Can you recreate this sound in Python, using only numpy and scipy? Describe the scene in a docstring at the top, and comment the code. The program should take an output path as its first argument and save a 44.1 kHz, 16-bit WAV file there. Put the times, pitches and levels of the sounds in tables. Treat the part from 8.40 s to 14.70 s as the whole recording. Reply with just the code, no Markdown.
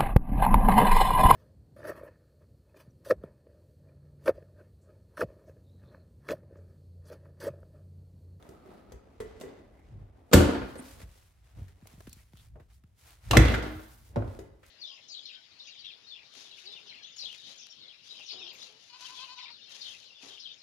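"""A heavy sheet-metal car lid in a garage, heard from arm's length: it drops onto its catch,
is pushed home with a latch clack and a deep thunk, and takes one more dull knock.
The lid is a sum of damped modes with a noise thud; clacks, taps and ticks are decaying coloured noise.
Clothing, shuffling, low rumble and narrow noise bands swell in bells; fingers bump the hand-held
microphone as gliding sines, and a decaying noise response stands for the garage."""
import sys
import numpy as np
from scipy import signal
from scipy.fft import rfft, irfft
from scipy.io import wavfile
from scipy.ndimage import uniform_filter1d

SR = 44100
rng = np.random.default_rng(int(sys.argv[2]) if len(sys.argv) > 2 else 0)


def persist_wave(psi):
    """Save psi, clipped to +-1, as 16-bit WAV."""
    counts = np.round(np.clip(psi, -1, 1) * 32767).astype(np.int16)
    wavfile.write(sys.argv[1], SR, np.atleast_2d(counts).T)


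N = 277830  # length in samples


def undb(db):
    """Logarithmic level: decibels to amplitude gain."""
    return 10 ** (np.asarray(db) / 20)


def over_pitch(hz, points):
    """Spectral interpolation: join (Hz, value) points on a log-frequency axis."""
    at, value = np.transpose(points)
    return np.interp(np.log(np.maximum(hz, 1)), np.log(at), value)


def seconds(length):
    """Uniform sampling: the time axis of the given length."""
    return np.arange(int(length * SR)) / SR


def add(out, start_s, sound):
    """Superposition: mix a sound in at its start time."""
    start = int(start_s * SR)
    part = sound[..., :N - start]
    out[:, start:start + part.shape[-1]] += part


def fade(t, t60):
    """Exponential damping: free decay, 60 dB down after t60."""
    return np.exp(-np.log(1000) * t / t60)


def onset(t, rise_s):
    """Exponential build-up: approach full level with time constant rise_s."""
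    return 1 - np.exp(-t / rise_s)


def sweep(hz):
    """Phase accumulation: a sine that follows a changing frequency."""
    return np.sin(2 * np.pi * np.cumsum(hz) / SR)


# Long waves reach both microphone ports alike: pitch_hz [Hz], side_minus_mid_db [dB]
PORT_WIDTH = [(60, -18), (125, -7.5), (250, -9), (500, -4), (1000, 0), (2000, -5), (8000, -1)]


def port_noise(size):
    """Spatial coherence: frequencies and spectra of white noise as the two ports hear it."""
    hz = np.maximum(np.arange(size // 2 + 1) * SR / size, 10)
    mid, side = rfft(rng.standard_normal((2, size)))
    width = undb(over_pitch(hz, PORT_WIDTH))
    return hz, np.array([mid + width * side, mid - width * side]) / np.sqrt(1 + width ** 2)


def noise(size, *colours):
    """Spectral shaping: stereo noise whose level per octave is the sum of the given colours."""
    hz, spectrum = port_noise(size)
    db = sum(over_pitch(hz, colour) for colour in colours)
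    equal_octaves = np.sqrt(SR / (2 * np.log(2) * hz))
    return irfft(spectrum * undb(db) * equal_octaves, size)


def flutter(rate):
    """Random modulation: a new random level every 1 / rate s, joined by straight slopes."""
    hold = int(SR / rate)
    steps = np.repeat(rng.standard_normal(N // hold + 1), hold)
    return uniform_filter1d(steps, hold)[:N]


ATTACK_SHARE = .54  # share of a swell's length spent rising


def swells(table, rest_db):
    """Power addition: bell-shaped (s, length, dB) swells rise over the resting level, in dB."""
    t, power = np.arange(N) / SR, undb(rest_db) ** 2
    for peak_s, length_s, db in table:
        width = length_s * np.where(t < peak_s, ATTACK_SHARE, 1 - ATTACK_SHARE)
        power = power + undb(db) ** 2 * np.exp(-2 * ((t - peak_s) / width) ** 2)
    return 10 * np.log10(power)


RING_DB, RING_WIDTH_OCTAVES = 8.5, .3  # how far a contact's own pitch stands out, half-width of its peak


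def clicks(table, colour, rise_s, body_hz=450, clack_hz=1800, snap_hz=6500, ripple_db=2.5, count=160):
    """Modal density: a burst of many modes in uneven peaks, around its own pitch if it has one."""
    out, t = np.zeros((2, N)), seconds(1 / 4)
    ripple_hz = np.geomspace(300, 16000, count)
    width = 2 ** RING_WIDTH_OCTAVES
    for start_s, body_db, clack_db, snap_db, t60, *pitch in table:
        hardness = [(body_hz, body_db), (clack_hz, clack_db), (snap_hz, snap_db)]
        ripple = np.column_stack([ripple_hz, ripple_db * (rng.standard_normal(count) - .5)])
        peak = [[(hz / width, 0), (hz, RING_DB), (hz * width, 0)] for hz in pitch]
        crowd = noise(len(t), colour, hardness, ripple, *peak)
        add(out, start_s, crowd * fade(t, t60) * onset(t, rise_s))
    return out


def chirps(table, settle_s, rise_s):
    """Frequency glide: a damped swing moves from its first pitch to its settled one."""
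    out, t = np.zeros((2, N)), seconds(1 / 2)
    for start_s, db, first_hz, settled_hz, t60 in table:
        hz = settled_hz + (first_hz - settled_hz) * np.exp(-t / settle_s)
        add(out, start_s, undb(db) * sweep(hz) * fade(t, t60) * onset(t, rise_s))
    return out


def rattle(start_s, body_db, clack_db, snap_db, spread_s=.4, fall_db_per_s=62, t60=.05,
           low_hz=250, high_hz=3000, count=18):
    """Energy loss: contacts at uneven moments, each at its own pitch, tending to weaken with time."""
    moment, weakness, size = rng.random((count, 3)).T
    age = spread_s * (np.arange(count) + moment + 1) / count
    weaker_db = fall_db_per_s * age + 10 * weakness
    pitch = low_hz * (high_hz / low_hz) ** size
    return [(start_s + a, body_db - w, clack_db - w, snap_db - w, t60, hz)
            for a, w, hz in zip(age, weaker_db, pitch)]


def ringing(sound, modes):
    """Resonance: a sound plus the modes that it sets ringing; each port hears them in its own phase."""
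    t, response = seconds(1), 0
    for (hz, db, t60), turn in zip(modes, rng.standard_normal(len(modes))):
        port_phase = turn / 2 * np.array([[1], [-1]])
        mode = fade(t, t60) * np.sin(2 * np.pi * hz * t + port_phase)
        response = response + undb(db) * mode * np.sqrt(hz / SR / np.sum(mode[0] ** 2)) * 2
    return sound + signal.fftconvolve(sound, response, axes=1)[:, :N]


# Low rumble swells: shifts of the grip, and at 4.9 s air pushed by the closing lid:
# peak_s [s], length_s [s], level_db [dB, before its colour]
RUMBLE_SWELLS = [(.54, 0.11, -55.5), (.87, 0.18, -56), (1.59, 0.31, -56.5), (2.6, 0.35, -61.5),
                 (3.23, 0.16, -50.5), (3.72, 0.23, -57.5), (4.15, 0.29, -57.5), (4.9, 0.096, -45.5),
                 (5.86, 0.49, -54)]
# Colour of the low rumble: pitch_hz [Hz], level_db [dB per octave]
RUMBLE_COLOUR = [(20, -19.5), (40, 1.5), (60, 5), (110, 1.5), (200, -13), (400, -38), (1000, -63)]
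# Shuffles of feet and body beside the car: peak_s [s], length_s [s], level_db [dB, before its colour]
SHUFFLES = [(.3, 1, -58.5), (1.08, 0.54, -59.5), (1.7, 1, -65.5), (2.6, 0.12, -60.5), (3.19, 0.1, -67),
            (3.52, 0.36, -71.5), (4.7, 0.11, -86), (5.87, 0.27, -58)]
# Colour of the shuffles: pitch_hz [Hz], level_db [dB per octave]
SHUFFLE_COLOUR = [(60, -24.5), (180, -3.5), (270, 0.5), (450, -1), (700, -0.5), (1000, -6.5), (1350, -10),
                  (1520, -11.5), (2000, -11.5), (2300, -14), (5000, -22.5), (16000, -45)]
# Strokes of clothing near the microphone, levels before their colours:
# peak_s [s], length_s [s], fine_sleeve_hiss_db [dB], coarser_rub_db [dB]
STROKES = [(.1, 0.96, -78, -96), (1.002, 0.42, -84, -69), (1.504, 0.17, -91, -76), (2.297, 0.5, -67, -85),
           (2.51, 0.2, -60, -64), (2.621, 0.058, -60, -59), (2.78, 0.3, -69.5, -72.5),
           (3.169, 0.46, -78, -75), (3.515, 0.16, -70, -69.5), (3.733, 0.29, -66.5, -72),
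           (4.02, 0.12, -67.5, -72.5), (4.313, .04, -81, -74), (4.353, 0.069, -71, -86),
           (4.61, 0.064, -70, -81.5), (4.699, 0.16, -64, -66), (4.909, 0.16, -65, -63),
           (5.332, 0.37, -65.5, -87), (5.53, 0.15, -65.5, -78), (5.668, 0.11, -66.5, -76),
           (5.917, 0.25, -71, -69.5), (6.281, 0.095, -70.5, -71)]
# Colour of the fine sleeve hiss: pitch_hz [Hz], level_db [dB per octave]
SLEEVE_COLOUR = [(300, -30), (1000, -17), (2000, -8), (4000, -3), (7000, -1.5), (10500, 1), (14200, -1.5),
                 (16000, -4)]
# Colour of the coarser rub: pitch_hz [Hz], level_db [dB per octave]
CLOTH_COLOUR = [(200, -18.5), (700, -2), (2000, 0), (4000, -3.5), (8000, -7), (16000, -31.5)]
# What remains between the swells [dB, before the colours]
REST_RUMBLE_DB, REST_SHUFFLE_DB, REST_SLEEVE_DB, REST_CLOTH_DB = -67.5, -84, -87, -87.5


def movement():
    """Modulated noise: shuffling, rustling cloth and low rumble swell as person and closing lid move."""
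    rumble_db = swells(RUMBLE_SWELLS, REST_RUMBLE_DB) + 2.8 * flutter(26)
    shuffle_db = swells(SHUFFLES, REST_SHUFFLE_DB)
    sleeve_db = swells([(s, length, hiss) for s, length, hiss, _ in STROKES], REST_SLEEVE_DB)
    cloth_db = swells([(s, length, rub) for s, length, _, rub in STROKES], REST_CLOTH_DB)
    grain_db = 1.6 * flutter(24) + 1.8 * flutter(400)
    rumble = noise(N, RUMBLE_COLOUR) * undb(rumble_db)
    shuffle = noise(N, SHUFFLE_COLOUR) * undb(shuffle_db)
    sleeve = noise(N, SLEEVE_COLOUR) * undb(sleeve_db)
    cloth = noise(N, CLOTH_COLOUR) * undb(cloth_db)
    return rumble + (shuffle + sleeve + cloth) * undb(grain_db)


# Narrow bands of noise: scuffs, and a faint thin hiss near 14 kHz after the slam:
# peak_s [s], length_s [s], level_db [dB per octave at the centre], pitch_hz [Hz], half_width [octaves]
NARROW_NOISES = [(.25, 1, -60, 1280, 0.28), (.35, 0.46, -76, 4100, .6), (0.84, 0.034, -56, 416, 0.36),
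                 (1.06, 0.06, -45, 447, 0.61), (1.4, .12, -66, 2050, .35), (1.574, 0.11, -50, 135, 0.96),
                 (2.393, 0.025, -41.5, 8900, 0.38), (3.73, .05, -57.5, 4313, .5),
                 (3.8, 0.046, -60, 2200, .6), (3.995, 0.048, -60, 3505, .9), (4.185, 0.05, -56, 623, 1.2),
                 (5.39, 0.54, -62, 13860, 0.67), (6.245, 0.022, -58, 2200, 1.8)]
BAND_EDGE_DB, BAND_GRAIN_DB = -22.5, 3.5  # level at the edge of the band; unevenness of the level


def narrow_noises():
    """Band-limited noise: scuffs and a thin hiss swell and die unevenly, each in a band of its own."""
    out, grain_db = 0, BAND_GRAIN_DB * flutter(290)
    for peak_s, length_s, db, hz, octaves in NARROW_NOISES:
        width = 2 ** octaves
        lower = [(hz / width ** 2, 3 * BAND_EDGE_DB), (hz / width, BAND_EDGE_DB)]
        upper = [(hz * width, BAND_EDGE_DB), (hz * width ** 2, 3 * BAND_EDGE_DB)]
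        band = lower + [(hz, 0)] + upper
        out = out + noise(N, band) * undb(swells([(peak_s, length_s, db)], -140) + grain_db)
    return out


# Small knocks and shuffles about the car, levels before their colour:
# start_s [s], body_db [dB], clack_db [dB], snap_db [dB], t60_s [s], pitch_hz [Hz]
TAPS = [(.025, -58, -54, -58.5, 0.021, 3320), (.09, -45, -61, -52, 0.025, 506),
        (.259, -47, -61, -68, 0.023, 564), (.5205, -47.5, -52, -53, 0.042, 480),
        (.802, -39, -44, -51, 0.084, 448), (.999, -49, -61.5, -57, 0.097, 640),
        (1.011, -39.5, -46, -47.5, 0.059, 620), (1.036, -45, -54.5, -65, 0.16, 450),
        (2.3545, -39.5, -45.5, -57, 0.056, 574), (2.394, -58, -50, -73.5, 0.045, 851),
        (2.615, -54, -55.5, -60, 0.049, 504), (2.755, -62.5, -72, -72.5, 0.035, 500),
        (5.9895, -43, -53, -54.5, 0.072, 350), (6.231, -57.5, -52.5, -67, 0.047, 1310)]
# Their hollow colour: pitch_hz [Hz], level_db [dB per octave]
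HOLLOW_COLOUR = [(60, -14), (250, -8), (340, -2), (430, 3), (520, 0), (620, -2), (800, -5), (1200, -4),
                 (1800, -4), (2020, 3), (2200, -5), (7000, 0), (16000, -6)]
# Modes of the hollow body that they set ringing: pitch_hz [Hz], level_db [dB], t60_s [s]
CAVITY_MODES = [(393, -12, .17), (441, -11, .2), (560, -18, .25), (640, -20, .25), (720, -21, .25),
                (1577, -21, .35), (1776, -22, .35), (1975, -18, .25), (2030, -19, .2), (2083, -18, .22)]


def knocks():
    """Cavity resonance: small knocks about the car ring a hollow body."""
    return ringing(clicks(TAPS, HOLLOW_COLOUR, rise_s=.00045), CAVITY_MODES)


# Ticks and brushes right at the microphone, levels before their colour:
# start_s [s], body_db [dB], clack_db [dB], snap_db [dB], t60_s [s]
TICKS = [(3.281, -93, -61, -71, 0.084), (3.421, -63, -59, -82, 0.028), (3.455, -48, -65.5, -85, .05),
         (3.471, -59, -55, -51.5, 0.028), (3.605, -42.5, -53, -59, 0.03), (3.6695, -62.5, -51, -63, 0.067),
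         (3.694, -81, -69, -51, 0.016), (3.729, -90.5, -56, -47.5, 0.025), (3.934, -54, -51, -62.5, 0.0095),
         (3.955, -64, -60.5, -72.5, 0.017), (3.971, -72.5, -50.5, -55, 0.0095),
         (4.156, -47.5, -63.5, -89, 0.09), (4.1985, -51.5, -63, -79, 0.11),
         (4.437, -64.5, -59.5, -73, 0.022), (6.264, -92, -58, -58.5, 0.016)]
# Colour of the ticks on the casing: pitch_hz [Hz], level_db [dB per octave]
CASING_COLOUR = [(50, -22.5), (400, -5), (6000, 2.5), (14000, 4.5)]
# Soft bumps of the hand: start_s [s], level_db [dB], first_hz [Hz], settled_hz [Hz], t60_s [s]
BUMPS = [(1.52, -39.5, 157, 100.9, 0.48), (2.629, -32, 134, 59, 0.13), (3.172, -36.5, 153.4, 84.3, 0.39),
         (3.19, -41, 420, 130, 0.078), (3.212, -30.5, 111.2, 88.6, 0.21), (3.424, -42.5, 378, 93.8, 0.16),
         (3.537, -40.5, 272, 79, 0.13), (3.578, -42.5, 308, 87.7, 0.17), (3.673, -31.5, 477, 65.4, 0.059),
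         (3.727, -48, 312, 70, 0.1), (3.766, -46, 351, 79.3, 0.071), (3.935, -42, 375, 64.9, 0.21),
         (4.156, -52, 940, 422.6, 0.17), (4.199, -48, 419, 80, 0.22), (4.438, -46, 385, 70.1, 0.16)]


def hand():
    """Contact mechanics: fingers tick on the casing, scuff in tiny catches and bump it; skin roughens bumps."""
    catches = rattle(3.16, body_db=-62, clack_db=-63, snap_db=-71, spread_s=.88, fall_db_per_s=2,
                     t60=.016, low_hz=500, high_hz=4500, count=40)
    regrip = rattle(3.165, body_db=-53, clack_db=-72, snap_db=-88, spread_s=.14, fall_db_per_s=30,
                    t60=.04, low_hz=130, high_hz=400, count=14)
    ticks = clicks(TICKS + catches + regrip, CASING_COLOUR, rise_s=.00039)
    skin_db = 2.5 * flutter(420)
    return ticks + chirps(BUMPS, settle_s=.0058, rise_s=.0047) * undb(skin_db)


# Metal contacts, led by a faint noise swelling just before the first blow, levels before their colour:
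# start_s [s], body_db [dB], clack_db [dB], snap_db [dB], t60_s [s], pitch_hz [Hz]
CONTACTS = [(1.914, -38, -56, -61, 0.26, 1180), (1.926, -33, -46, -47.5, 0.78, 8000),
            (1.932, -12.5, -24, -25.5, 0.093, 7800), (1.933, -51, -48, -22, 0.053, 13700),
            (1.9365, -34, -20.5, -28, 0.027, 1770), (1.945, -43, -41, -34.5, 0.32, 9400),
            (1.975, -25, -34, -50, 0.18, 546), (2.005, -22.5, -43.5, -58, 0.24, 1470),
            (2.09, -29.5, -39, -75, 0.12, 300), (2.15, -32.5, -39.5, -77, 0.14, 297),
            (2.218, -37.5, -45.5, -70, 0.12, 344), (2.391, -45, -54, -70, 0.084, 890),
            (4.9105, -31.5, -28, -28.5, 0.045, 2780), (4.9325, -24.5, -36.5, -44, 0.3, 770),
            (4.952, -24, -33, -49, .09, 354), (4.9704, -17, -15.5, -17.5, 0.023, 1970),
            (5.022, -33, -49, -54, 0.11, 1450), (5.05, -34.5, -35.5, -46, 0.15, 550),
            (5.082, -42, -37.5, -46, 0.1, 3250), (5.1, -28.5, -43, -53, 0.14, 227),
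            (5.118, -30.5, -50, -48, 0.11, 580), (5.1405, -36, -32.5, -46, 0.074, 2000),
            (5.147, -40, -34, -47, 0.051, 1440), (5.178, -35.5, -61, -55, 0.087, 513),
            (5.2245, -36, -47, -55, 0.18, 243), (5.262, -39.5, -50.5, -63, 0.11, 690),
            (5.3935, -43.5, -56, -70, 0.046, 740), (5.7595, -29, -44.5, -58, 0.034, 810),
            (5.766, -28, -52, -69, 0.077, 602), (5.785, -35, -63, -78, 0.061, 1050),
            (5.823, -32.5, -52.5, -80, 0.033, 1450), (5.843, -39.5, -66, -84, 0.039, 850),
            (5.877, -47, -65, -71, 0.056, 478)]
# Colour of those contacts: pitch_hz [Hz], level_db [dB per octave]
METAL_COLOUR = [(25, -54), (60, -24.5), (200, -3), (350, 0), (550, -0.5), (800, 0), (1100, 0), (1500, 5),
                (2000, 0.5), (2500, 4), (3500, 6), (5000, 4), (7500, 2), (11500, -3.5), (13500, -1),
                (16000, -12.5)]
# Thin, long rings of the sheet metal, set off by every clack: pitch_hz [Hz], level_db [dB], t60_s [s]
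SHEET_MODES = [(490, -27, .35), (738, -23, .5), (974, -27, .35), (1163, -27, .38), (1425, -22, .35),
               (1440, -26, .45), (1970, -29, .6), (2099, -28, .55), (2520, -27, .5), (3140, -28, .45),
               (3410, -28, .45), (3865, -28, .28), (4075, -28, .5), (6966, -29, .2), (7300, -27, .2)]
# Short gliding rings of the latch spring:
# start_s [s], level_db [dB], first_hz [Hz], settled_hz [Hz], t60_s [s]
SPRING_RINGS = [(4.933, -17, 1002, 1233, 0.066), (4.942, -27, 949, 739, 0.04)]


def latch():
    """Impact excitation: latch and loose trim clack and ring the sheet metal; the latch spring rings."""
    trim = rattle(1.94, body_db=-22, clack_db=-32, snap_db=-41, t60=.03, count=14)
    trim += rattle(4.98, body_db=-24, clack_db=-33, snap_db=-42, t60=.025, count=14)
    clacks = ringing(clicks(CONTACTS + trim, METAL_COLOUR, rise_s=.00012), SHEET_MODES)
    return clacks + chirps(SPRING_RINGS, settle_s=.0059, rise_s=.00063)


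# Lid modes and how hard each kind of blow drives them, before the blow's own level:
# pitch_hz [Hz], t60_s [s], drop_db [dB], slam_db [dB], knock_db [dB]
LID_MODES = [(50, .3, -27, -30, -50), (59, .6, -36, -10, -34), (84, .35, -11, -17, -31),
             (108, .22, -27, -10, -20), (126, .2, -16, -14, -38), (165, .16, -22, -16, -43),
             (197, .17, -12, -22, -42), (225, .11, -16, -16, -31), (268, .2, -13, -25, -37),
             (294, .3, -13, -28, -50), (317, .25, -24, -20, -40), (348, .2, -16, -25, -33),
             (378, .12, -19, -28, -39), (488, .12, -29, -26, -38), (552, .11, -19, -18, -40),
             (577, .13, -20, -28, -26), (690, .13, -33, -33, -36), (800, .16, -33, -38, -42),
             (896, .16, -31, -40, -48), (1045, .16, -37, -37, -45), (1136, .16, -39, -38, -56),
             (1422, .2, -30, -37, -66), (1735, .06, -22, -36, -64), (1975, .035, -30, -19, -64),
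             (2110, .04, -35, -28, -66), (3400, .04, -30, -40, -75), (3843, .06, -33, -41, -75),
             (5250, .05, -31, -36, -80), (7250, .03, -22, -38, -80), (13200, .04, -25, -52, -90),
             (13900, .03, -24, -48, -90)]


def panel(mode_db, push_s, travel_s=.0075, swell_cycles=.057, port_lag_s=.00004):
    """Dispersion: modes after one push; travel_s is the time a 100 Hz bending wave takes to cross the lid."""
    t = seconds(.79)
    out = np.zeros((2, len(t)))
    for (hz, t60, *_), db in zip(LID_MODES, mode_db):
        # low bending waves are slower: the clack comes first and falls into the thunk
        arrival = travel_s * np.sqrt(100 / hz)
        age = np.maximum(t - arrival, 0)
        envelope = undb(db) * fade(age, t60) * onset(age, push_s + swell_cycles / hz)
        # each mode radiates from its own part of the panel and reaches one port first
        lag = port_lag_s * rng.standard_normal() * np.array([[1], [-1]])
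        out += envelope * np.sin(2 * np.pi * hz * (age - arrival + lag))
    return out


# Blows on the lid: start_s [s], level_db [dB, added to the mode levels], push_s [s], kind (mode levels driven)
BLOWS = [(1.938, 4, 0.00024, "drop"), (1.963, -12, 0.0054, "drop"), (4.905, -7, 0.0075, "slam"),
         (4.943, -24, 0.011, "slam"), (4.9656, 3, 0.00054, "slam"), (5.123, -15, 0.0049, "slam"),
         (5.7628, -0.5, 0.0027, "knock")]
# The crowd of heavily damped swings between the ringing modes:
# pitch_hz [Hz], level_db [dB per octave, before the strongest mode's level and thud_db are added]
THUD_COLOUR = [(25, -65), (45, -33), (90, -9), (160, -6), (240, -2), (340, -1), (450, -11), (580, -9),
               (900, -28), (3000, -60)]


def lid(thud_t60=.092, thud_rise_s=.0031, thud_db=1):
    """Modal superposition: blows and rebounds thud in the panel and leave its modes ringing."""
    out, t = np.zeros((2, N)), seconds(1 / 4)
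    mode_db = dict(zip(("drop", "slam", "knock"), np.transpose(LID_MODES)[2:]))
    for start_s, db, push_s, kind in BLOWS:
        thud = noise(len(t), THUD_COLOUR) * fade(t, thud_t60) * onset(t, thud_rise_s + push_s)
        add(out, start_s, undb(db + mode_db[kind].max() + thud_db) * thud)
        add(out, start_s, undb(db) * panel(mode_db[kind], push_s))
    return out


# The whole lid flexes and bounces on its seal:
# start_s [s], level_db [dB], first_hz [Hz], settled_hz [Hz], t60_s [s]
FLEXES = [(1.962, -19, 110, 77.6, 0.35), (2.055, -12.5, 106, 72, 0.087), (2.122, -44, 120, 69, 0.18),
          (2.17, -26, 115, 70, 0.11), (2.218, -27.5, 98.5, 56, 0.12), (4.9725, -4, 402, 110.5, .07),
          (5.058, -15, 130, 89, 0.13), (5.355, -27, 110, 86.3, 0.085), (5.788, -28, 130.5, 97.7, 0.15),
          (5.873, -26.5, 110, 93, 0.16)]


def flexing():
    """Mass on a spring: the whole lid bounces on its seal, each swing falling to its settled pitch."""
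    return chirps(FLEXES, settle_s=.0048, rise_s=.0033)


# Swells of the late body resonance: peak_s [s], length_s [s], level_db [dB]
HUM_SWELLS = [(5.32, 0.23, -42.5)]
HUM_HZ, HUM_WAVER_HZ = 316, 6.7  # centre pitch, scale of its random waver


def hum():
    """Frequency modulation: after the slam one body resonance swells briefly, wavering, and dies."""
    hz = HUM_HZ + HUM_WAVER_HZ * flutter(10)
    level_db = swells(HUM_SWELLS, -120) + 2 * flutter(15)
    return undb(level_db) * sweep(hz)


# The garage: pitch_hz [Hz], reverberant_share_db [dB], t60_s [s]
GARAGE_BANDS = [(60.3, -17.5, 1), (120.2, -9, 0.85), (237, -3.5, 0.66), (450, -4.5, 0.57), (990, -3, 0.81),
                (1990, -3, 0.64), (4200, -7, 0.8), (8003, -5.5, 0.28), (15000, -6.5, 0.22)]


def garage(sound, build_s=.0024):
    """Reverberation: hard walls return a dense tail whose decay time depends on pitch."""
    t = seconds(3 / 2)
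    hz, spectrum = port_noise(len(t))
    centres, response = np.transpose(GARAGE_BANDS)[0], 0
    for share, (_, db, t60) in zip(np.eye(len(GARAGE_BANDS)), GARAGE_BANDS):
        # neighbouring bands cross-fade on a log-frequency axis
        band = irfft(spectrum * np.interp(np.log(hz), np.log(centres), share), len(t))
        envelope = fade(t, t60) * onset(t, build_s)
        response = response + undb(db) * band * envelope / np.sqrt(np.sum(envelope ** 2))
    return signal.fftconvolve(sound, response, axes=1)[:, :N]


def scene():
    """Direct and reverberant field: lid, latch and taps fill the garage; the hand is close and nearly dry."""
    boom, clack, taps, close = lid(), latch(), knocks(), hand()
    room = garage(undb(-4.0) * boom + undb(-0.5) * clack + undb(2.0) * taps + undb(-14.5) * close)
    struck = boom + flexing() + clack + taps + close
    return struck + room + movement() + narrow_noises() + hum()


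TOP_HZ = 15800  # upper limit of the sound


def record(dry, ceiling=.93, low_cut_hz=40):
    """Band limiting and saturation: drop the deepest rumble, round the loudest peaks and cut the top."""
    dry = signal.sosfilt(signal.butter(5, low_cut_hz, "high", fs=SR, output="sos"), dry)
    rounded = dry / (1 + (dry / ceiling) ** 4) ** (1 / 4)
    return signal.sosfilt(signal.ellip(8, .2, 70, TOP_HZ, fs=SR, output="sos"), rounded)


dry = scene()
out = record(dry)
persist_wave(out)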